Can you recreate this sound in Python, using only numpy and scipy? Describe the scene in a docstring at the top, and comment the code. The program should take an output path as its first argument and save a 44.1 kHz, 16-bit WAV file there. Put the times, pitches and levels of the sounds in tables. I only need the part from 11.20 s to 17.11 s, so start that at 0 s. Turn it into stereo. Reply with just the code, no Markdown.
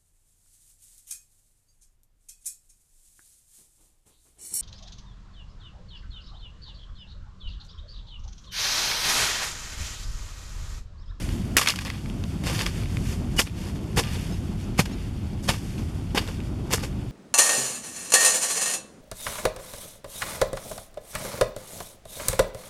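"""Hoe in dry soil

A steel hoe chops into soil and roots close to a camera: crumbs crush against the blade, twigs snap,
packed earth thuds, and once the edge sings on a stone. Loose earth trickles back into the hole.
Wind rumbles over the microphone and rustles far leaves; a bird squeaks twice.
The camera's gain control ducks after the loudest blows."""
import sys
import numpy as np
from scipy import signal
from scipy.fft import rfft, irfft, next_fast_len
from scipy.io import wavfile
from scipy.ndimage import uniform_filter1d, map_coordinates

SR = 44100
rng = np.random.default_rng(int(sys.argv[2]) if len(sys.argv) > 2 else 0)


def file_out(sig):
    """Save sig as 16-bit WAV at sys.argv[1]."""
    # one column per channel
    cols = np.atleast_2d(sig).T
    # limit, then scale
    lim = np.clip(cols, -1, 1)
    pcm = np.round(lim * 32767).astype(np.int16)
    wavfile.write(sys.argv[1], SR, pcm)


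N = 260631

# grit and fine sand spectra: (frequency [Hz], relative density [dB])
GRIT_SPECTRUM = [(700, -18), (1500, -5), (2800, -4), (4800, -8.5), (7000, -29)]
SAND_SPECTRUM = [(3500, -9), (5500, 4), (8000, 3), (11500, -1), (13500, -7), (14800, -20), (16000, -21.5)]


def crunches():
    """Crumbs crush against the blade: the same impacts sound as grit, sand and clod."""
    # (hardest [s], rise [s], hold [s], fall [s], grit [dB], sand re grit [dB], clod re grit [dB])
    bites = [(0.368, 0.00078, 0.014, 0.042, -16, 1.5, -21), (0.413, .002, .002, 0.052, -16, -7, -17),
             (0.461, .002, .002, 0.016, -23, -8, -26), (0.472, .003, 0.02, 0.018, -17, -8, -37),
             (0.497, .003, 0.0038, 0.04, -19, -6, -19), (.564, 0.024, .002, 0.044, -34, -7, -18.5),
             (.588, .002, .002, .02, -30, -13, -31), (0.61, .008, .004, 0.033, -33, -5, -20),
             (0.652, 0.0044, 0.0046, 0.073, -31.5, -11.5, -10),
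             (0.694, 0.0073, 0.055, 0.11, -44, -17, -12.5), (1.237, 0.0023, .02, .02, -40, -6, -10),
             (1.271, 0.026, 0.0084, .15, -32, -5, -6.5), (1.349, .015, .003, .03, -33.5, -5, -18),
             (1.408, 0.068, .005, 0.056, -30.5, -7.5, -8.5), (1.461, 0.0044, 0.0016, .045, -30, -12, -24),
             (1.926, 0.16, 0.011, 0.043, -43, -1, -18), (2.166, 0.0036, .015, .02, -46, 8.5, -30),
             (2.196, 0.011, 0.0026, 0.026, -17.5, 0, -5.5), (2.273, 0.033, .002, 0.025, -38, -10, -12),
             (2.378, 0.024, 0.12, .04, -49, -3, -5), (2.776, .014, 0.023, 0.023, -26, -2.5, -1),
             (2.831, .002, .01, 0.26, -39.5, -11, -18), (2.955, 0.047, .005, .05, -44.5, -17, -1),
             (3.143, 0.2, .005, 0.045, -51, -3.5, -8), (3.578, .001, .006, 0.023, -38, -1, -16),
             (3.588, .002, .005, .02, -26, -10, -8), (3.595, 0.0064, 0.0026, 0.024, -18.5, -6, -3.5),
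             (3.655, .003, 0.0036, 0.024, -38.5, -4.5, -16), (4.237, .012, .03, .02, -49, 4.5, -12),
             (4.291, 0.013, .003, 0.034, -20.5, -8, -5.5), (4.336, .01, .01, 0.09, -41.5, -3, -9),
             (4.585, 0.016, .003, .06, -46, -5, -25), (4.948, 0.00089, 0.029, .02, -33, -6, 2),
             (4.979, 0.018, .004, 0.026, -21.5, -14.5, -11), (5.006, .005, .005, 0.13, -41, -6, -9),
             (5.084, 0.025, .005, 0.048, -42, -8, 2.5), (5.512, 0.011, 0.013, 0.032, -35, -2.5, -1),
             (5.539, 0.02, .002, 0.029, -24.5, -0.5, -6), (5.594, .02, 0.016, 0.028, -43, -7, -18),
             (5.636, 0.017, .003, 0.035, -36.5, -3, -3.5)]
    # (frequency [Hz], relative density [dB])
    clod_spectrum = [(180, -46), (330, -5.5), (480, 8.5), (640, -8.5), (900, 2.5), (1400, -25.5),
                     (2200, -74)]
    # (frequency [Hz], left-right coherence [0-1])
    coherence = [(500, 0.73), (2000, 0.93), (5000, 0.87), (12000, 0.39)]
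    edge_db, sand_share = 20.5, 0.63  # loss per rise or fall; sand lingers
    power = np.zeros((3, N))
    for s, rise, hold, fall, db, sand_db, clod_db in bites:
        a, b = max(round((s - rise) * SR), 0), round((s + hold + 3 * fall) * SR)
        lost_db = edge_db * loss(s, rise, hold, fall)[a:b]
        power[:, a:b] += amp([db - lost_db, db + sand_db - sand_share * lost_db,
                              db + clod_db - lost_db]) ** 2
    level = np.sqrt(power)
    crush = grains(rate_hz=900, spread_db=4, hiss=2.2)
    grit = unit(coloured(crush, GRIT_SPECTRUM, coherence) + .25 * unit(blade(crush[:1])))
    sand = coloured(crush, SAND_SPECTRUM, coherence)
    clod = coloured(crush, clod_spectrum, coherence)
    return level[0] * grit + level[1] * sand + level[2] * clod


def snaps():
    """Twigs break, stones hit the blade: a sharp pulse, a few rough cycles, a dry crack on top."""
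    # (time [s], level [dB], pitch [Hz], left minus right [dB])
    breaks = [(0.09, -18.5, 2180, 1), (0.3673, 1, 1900, 2), (0.3697, 7, 11500, 5), (0.3702, -2, 5000, -4),
              (.3806, -18, 3130, 1.5), (0.3839, 9.5, 2820, 2), (.3936, -3, 1160, 5), (.4155, -2, 1160, 4),
              (.4165, -2, 4500, 0), (.4324, -4, 5290, -2), (.4608, 2, 2340, 0), (0.4738, 6, 2330, 2),
              (0.476, -4.5, 1310, 5), (0.4868, 8.5, 4070, 1), (0.5, -1, 5300, 0), (0.5035, 4, 4380, -2),
              (0.522, -6.5, 2830, -2), (0.5386, -19, 1270, 9), (0.5595, -4, 3060, 2),
              (0.5892, -5.5, 2400, 0), (.611, -21, 1930, 3), (0.6185, -20, 1080, 1), (.6504, -17, 5160, -3),
              (0.6608, -20, 2620, 3), (0.6798, -18, 2010, -6), (0.7016, -10, 2120, 3),
              (0.8594, -25, 2260, -1), (0.8993, -24, 2940, .6), (1.039, -18.5, 2730, .6),
              (1.2385, -24, 2120, -1), (1.3624, -17, 3310, -3), (1.3919, -10, 3050, -2),
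              (1.419, -12, 4810, 0), (1.4645, -8.5, 3300, -2), (1.468, -23, 1190, 6),
              (1.6344, -21.5, 2340, -.6), (1.6578, -25, 2210, 6), (1.77, -16.5, 2430, -.6),
              (1.86, -31.5, 2370, -15.5), (2.183, -20.5, 3030, 2.5), (2.1925, 0.5, 3250, 8),
              (2.1974, -6, 1760, -4), (2.2167, -8, 3160, -2), (2.2732, -16.5, 2470, 3),
              (2.296, -26, 2430, 1), (2.561, -31, 3270, 3), (2.7706, -18, 1750, 18), (2.792, -7, 1790, 1.5),
              (2.8374, -17.5, 3220, 10), (2.873, -27, 3000, 1), (2.9606, -24, 2190, 3),
              (3.5881, -14, 2650, 9), (3.5925, -7, 870, 7), (3.5967, -4, 2420, 0), (3.658, -25, 980, 6),
              (4.277, -25, 3230, 3), (4.286, -21, 1850, 4), (4.2909, -9, 2560, 7), (4.292, -11, 910, 6),
              (4.342, -24, 1770, 4), (4.5812, -27.5, 2680, .6), (4.9497, -24, 950, 1),
              (4.9712, -17, 1020, 0), (4.9766, -10.5, 1590, 7), (4.9842, -12, 3600, 0),
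              (5.0763, -20, 3660, -1), (5.0865, -20, 1600, 3), (5.2033, -26, 2540, .6),
              (5.5063, -25, 958, 1), (5.5308, -7, 2700, -3), (5.529, -4, 11600, 3), (5.535, -8, 1030, 3),
              (5.5361, 2, 5130, 0), (5.5458, -16, 1170, 6), (5.546, -6, 9000, 4), (5.5804, -20.5, 1180, 3),
              (5.5923, -20.5, 3670, .6), (5.6291, -26, 1130, .6), (5.6485, -21, 3260, -3)]
    t60_cycles, crack_db = 16.7, -20
    out, t = np.zeros((2, N + SR)), np.arange(SR // 25) / SR
    noises = rng.standard_normal((len(breaks), 2, len(t)))
    treble = signal.butter(1, [5500, 11000], "band", fs=SR, output="sos")
    for (s, db, hz, pan_db), (noise, hiss) in zip(breaks, noises):
        fade = amp(-60 * t * hz / t60_cycles) * (1 - np.exp(-t * hz / 0.76))
        # fibres part one after another, widening the pitch to a band
        band = signal.butter(2, [hz / 1.7, hz * 1.7], "band", fs=SR, output="sos")
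        fibres = unit(signal.sosfilt(band, noise))
        body = fade * (.55 * np.sin(2 * np.pi * hz * t) + .5 * fibres)
        click = 0.38 * amp(-60 * t * hz / 3) * np.sin(2 * np.pi * 0.84 * hz * t)
        crack = amp(crack_db - 60 * t / 0.009) * signal.sosfilt(treble, hiss)
        gains = amp(db + np.array([[pan_db], [-pan_db]]) / 2)
        out[:, round(s * SR):][:, :len(t)] += gains * (click + body + crack)
    return out[:, :N] + 0.0078 * blade(out[:, :N])


def thuds():
    """The blade stops in packed earth: a dull push and its rebound."""
    # (time [s], relative level [dB], pitch [Hz], push or pull [+1/-1])
    stops = [(.368, -15.5, 480, 1), (2.191, -18, 264, -1), (2.196, -31, 168, 1), (2.774, -13.5, 151, 1),
             (2.785, -20, 114, -1), (3.593, -7.5, 163, -1), (3.607, -15, 110, 1), (4.293, -13.5, 137, -1),
             (4.947, -14.5, 287, 1), (4.965, -32, 138, -1), (5.534, -19.5, 354, 1)]
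    out, t = np.zeros(N + SR), np.arange(SR // 10) / SR
    for s, db, hz, polarity in stops:
        fade = amp(db + 2.5 - 60 * t * hz / 6)
        out[round(s * SR):][:len(t)] += polarity * fade * np.sin(2 * np.pi * hz * t)
    return out[:N]


def skid():
    """The edge skids on a stone: one blade mode swells under stick-slip and stops dead."""
    # (start [s], catch [s], pitch [Hz], start level [dB], catch level [dB])
    slips = [(2.174, 2.1935, 2930, -38, -13)]
    out, t = np.zeros(N), np.arange(N) / SR
    for start, catch, hz, start_db, catch_db in slips:
        swell = amp(np.interp(t, [start, catch, catch + 0.0047], [start_db, catch_db, -70]))
        out += (t > start) * (t < catch + .003) * swell * np.sin(2 * np.pi * hz * t)
    return out


def blade(force):
    """The steel rings briefly, damped by the soil."""
    # (frequency [Hz], level [dB], t60 [s])
    modes = [(1223, -7, 0.035), (1810, -22, 0.1), (2912, -15, 0.095), (5420, -16, 0.018),
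             (7560, -62.5, 0.045)]
    t = np.arange(SR // 10) / SR
    ring = sum(amp(db - 60 * t / t60) * np.sin(2 * np.pi * hz * t) for hz, db, t60 in modes)
    return signal.fftconvolve(force, ring[None], axes=1)[:, :N]


def trickle():
    """Loose earth runs back in tiny impacts, over a steady rustle of leaves."""
    # (fullest [s], swell [s], fade [s], grit [dB], sand re grit [dB])
    spills = [(0, .1, 0.35, -41, -2.5), (.6, 0.14, 0.5, -49.5, -0.5), (1.1, 0.28, 0.17, -53, -1.5),
              (1.41, 0.18, 0.6, -42, -4), (1.9, 0.28, 0.11, -51.5, 3), (2.45, 0.6, 0.35, -50.5, -2),
              (2.93, .15, 0.32, -43, -2), (3.43, 0.12, 0.11, -48, -5.5), (3.74, 0.3, 0.35, -48, -7.5),
              (4.45, .12, .5, -50, -0.5), (5.1, 0.081, 0.26, -49, -5.5), (5.66, .1, .15, -55, -2)]
    # (frequency [Hz], left-right coherence [0-1])
    coherence = [(1400, 0.15), (3100, 0.56), (7000, 0.52), (14000, 0.27)]
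    leaf_mid_db, leaf_treble_db = -52.5, -58
    edge_db = 12  # loss per swell or fade
    power = amp([[leaf_mid_db], [leaf_treble_db]]) ** 2
    for s, swell, fade, db, sand_db in spills:
        level_db = db - edge_db * loss(s, swell, 0, fade)
        power = power + amp([level_db, level_db + sand_db]) ** 2
    sift = amp(1.1 * wobble(30))
    grit = coloured(sift * grains(rate_hz=300, spread_db=5.5, hiss=4.1), GRIT_SPECTRUM, coherence)
    sand = coloured(sift * grains(rate_hz=250, spread_db=7, hiss=4.8), SAND_SPECTRUM, coherence)
    return np.sqrt(power[0]) * grit + np.sqrt(power[1]) * sand


def wind():
    """Eddies at the microphone ports: coherent in the bass, unrelated higher up."""
    # (time [s], level [dB])
    gusts = [(0, -27.5), (.25, -28), (.55, -29.5), (.8, -31.5), (1.3, -27.5), (1.74, -27), (2.05, -26.5),
             (2.45, -31.5), (2.85, -27.5), (3.3, -29.5), (3.8, -30.5), (4.4, -31), (4.8, -29),
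             (5.05, -31.5), (5.4, -28.5), (5.91, -30.5)]
    # (frequency [Hz], relative density [dB])
    rumble_spectrum = [(12, -27), (20, -12.5), (38, 2.5), (59, -2.5), (91, -0.5), (102, -1), (119, -4),
                       (188, -7.5), (260, -25), (340, -59), (570, -120)]
    flutter_spectrum = [(120, -11.5), (200, -1), (295, -7), (355, -8.5), (465, -18.5), (691, -18.5),
                        (1500, -29.5), (1950, -60), (3300, -120)]
    # (frequency [Hz], left-right coherence [0-1])
    coherence = [(60, 0.99), (130, 0.98), (290, 0.88), (640, 0.0098), (1400, 0.033)]
    flutter_offset_db, flutter_swing = -6, 0.81
    rumble_db, = curves(gusts)
    mean_db = rumble_db.mean()
    flutter_db = mean_db + flutter_offset_db + flutter_swing * (rumble_db - mean_db)
    rumble = coloured(rng.standard_normal((2, N)), rumble_spectrum, coherence)
    eddies = amp(2.33 * wobble(25)) * rng.standard_normal((2, N))
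    flutter = coloured(eddies, flutter_spectrum, coherence)
    return amp(rumble_db + 0.34 * wobble(45)) * rumble + amp(flutter_db) * flutter


def bird():
    """Two far, arched squeaks, made of overtones only."""
    # per call: (time [s], pitch [Hz], level [dB])
    calls = [
        [(3.11, 1210, -56), (3.13, 1305, -53), (3.146, 1304, -50), (3.155, 1240, -64)],
        [(3.71, 1210, -62), (3.722, 1300, -53), (3.738, 1390, -49.5), (3.749, 1220, -63)],
    ]
    # (harmonic [number], relative level [dB])
    overtones = [(2, -6), (3, 3), (4, 1), (5, -1)]
    out, t = np.zeros(N), np.arange(N) / SR
    for call in calls:
        hz, db = curves(call)
        phase = 2 * np.pi * np.cumsum(hz) / SR
        gate = (t > call[0][0]) & (t < call[-1][0])
        tone = sum(amp(level_db) * np.sin(k * phase) for k, level_db in overtones)
        out += gate * amp(db + 3.3 * wobble(250)) * tone
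    return out


def housing(hz):
    """Response of the microphone housing: two narrow dips."""
    # (centre [Hz], width [Hz], depth [0-1])
    notches = [(3978, 294, 1), (8060, 300, 0.5)]
    return np.prod([1 - depth * 1j * hz * width / (centre ** 2 - hz ** 2 + 1j * hz * width)
                    for centre, width, depth in notches], axis=0)


def gain_control(x):
    """Loud middle and treble pull the gain down fast; it returns at a steady rate."""
    threshold_db, slope, attack_s, release_db_per_s = -21, 0.93, 0.015, 26.5
    sidechain = filtered(x.mean(0), lambda hz: hz / (hz + 500))
    level_db = 10 * np.log10(np.abs(uniform_filter1d(sidechain ** 2, size=440)) + 1e-12)
    cut_db = slope * np.maximum(level_db - threshold_db, 0)
    ramp_db = release_db_per_s * np.arange(N) / SR
    held_db = np.maximum.accumulate(cut_db + ramp_db) - ramp_db
    pole = np.exp(-1 / (attack_s * SR))
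    return x * amp(-signal.lfilter([1 - pole], [1, -pole], held_db))


def grains(rate_hz, spread_db, hiss):
    """Random tiny impacts of uneven size over a bed of hiss."""
    hit = rng.random(N) < rate_hz / SR
    size = uniform_filter1d(hit * amp(spread_db * np.clip(rng.standard_normal(N), -2, 2)), size=24)
    return (unit(size) + hiss) * rng.standard_normal((2, N))


def loss(peak_s, rise_s, hold_s, fall_s):
    """0 while held, 1 at a rise before and a fall after, growing on from there."""
    t = np.arange(N) / SR - peak_s
    return np.maximum(-t / rise_s, 0) + np.maximum(t - hold_s, 0) / fall_s


def coloured(pair, spectrum, coherence):
    """Two unrelated signals to stereo at rms 1, with a given spectrum and coherence."""
    def response(hz):
        angle = np.arccos(along(coherence, hz)) / 2
        return amp(along(spectrum, hz)) * [np.cos(angle), np.sin(angle)]
    mid, side = filtered(pair, response)
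    return unit(np.array([mid + side, mid - side]))


def filtered(x, response):
    """x through a frequency response."""
    size = next_fast_len(N + SR // 2)
    return irfft(rfft(x, size) * response(np.fft.rfftfreq(size, 1 / SR)), size)[..., :N]


def wobble(rate_hz):
    """Smooth random curve with knots at rate_hz."""
    knots = rng.standard_normal(int(N * rate_hz / SR) + 4)
    return map_coordinates(knots, [np.arange(N) * rate_hz / SR])


def curves(rows):
    """One value per sample for each column after the time."""
    s, *columns = np.transpose(rows)
    return np.array([np.interp(np.arange(N) / SR, s, c) for c in columns])


def along(points, hz):
    """Interpolate (frequency [Hz], value) on a log axis."""
    knots_hz, values = np.transpose(points)
    return np.interp(np.log(hz + 1), np.log(knots_hz + 1), values)


def amp(db):
    """dB to gain."""
    return 10 ** (np.asarray(db) / 20)


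def unit(x):
    """x at rms 1."""
    return x / np.sqrt(np.mean(x ** 2) + 1e-20)


def scene():
    """Hoe slightly left, wind all round."""
    hoe = (crunches() + thuds() + skid()) * amp([[.7], [-.7]])
    return hoe + snaps() + trickle() + bird() + wind()


def record(dry):
    """Housing dips, low cut, gain control, soft overload, band limit."""
    low_cut_hz, roll_off_hz, top_hz = 28, 14500, 15800
    x = filtered(dry, lambda hz: housing(hz) * (hz / low_cut_hz) ** 3 / (1 + (hz / low_cut_hz) ** 3))
    x = gain_control(x)
    x = x / (1 + np.abs(x) ** 8) ** (1 / 8)
    return filtered(x, lambda hz: (hz < top_hz) / np.sqrt(1 + (hz / roll_off_hz) ** 30))


dry = scene()
out = record(dry)
file_out(out)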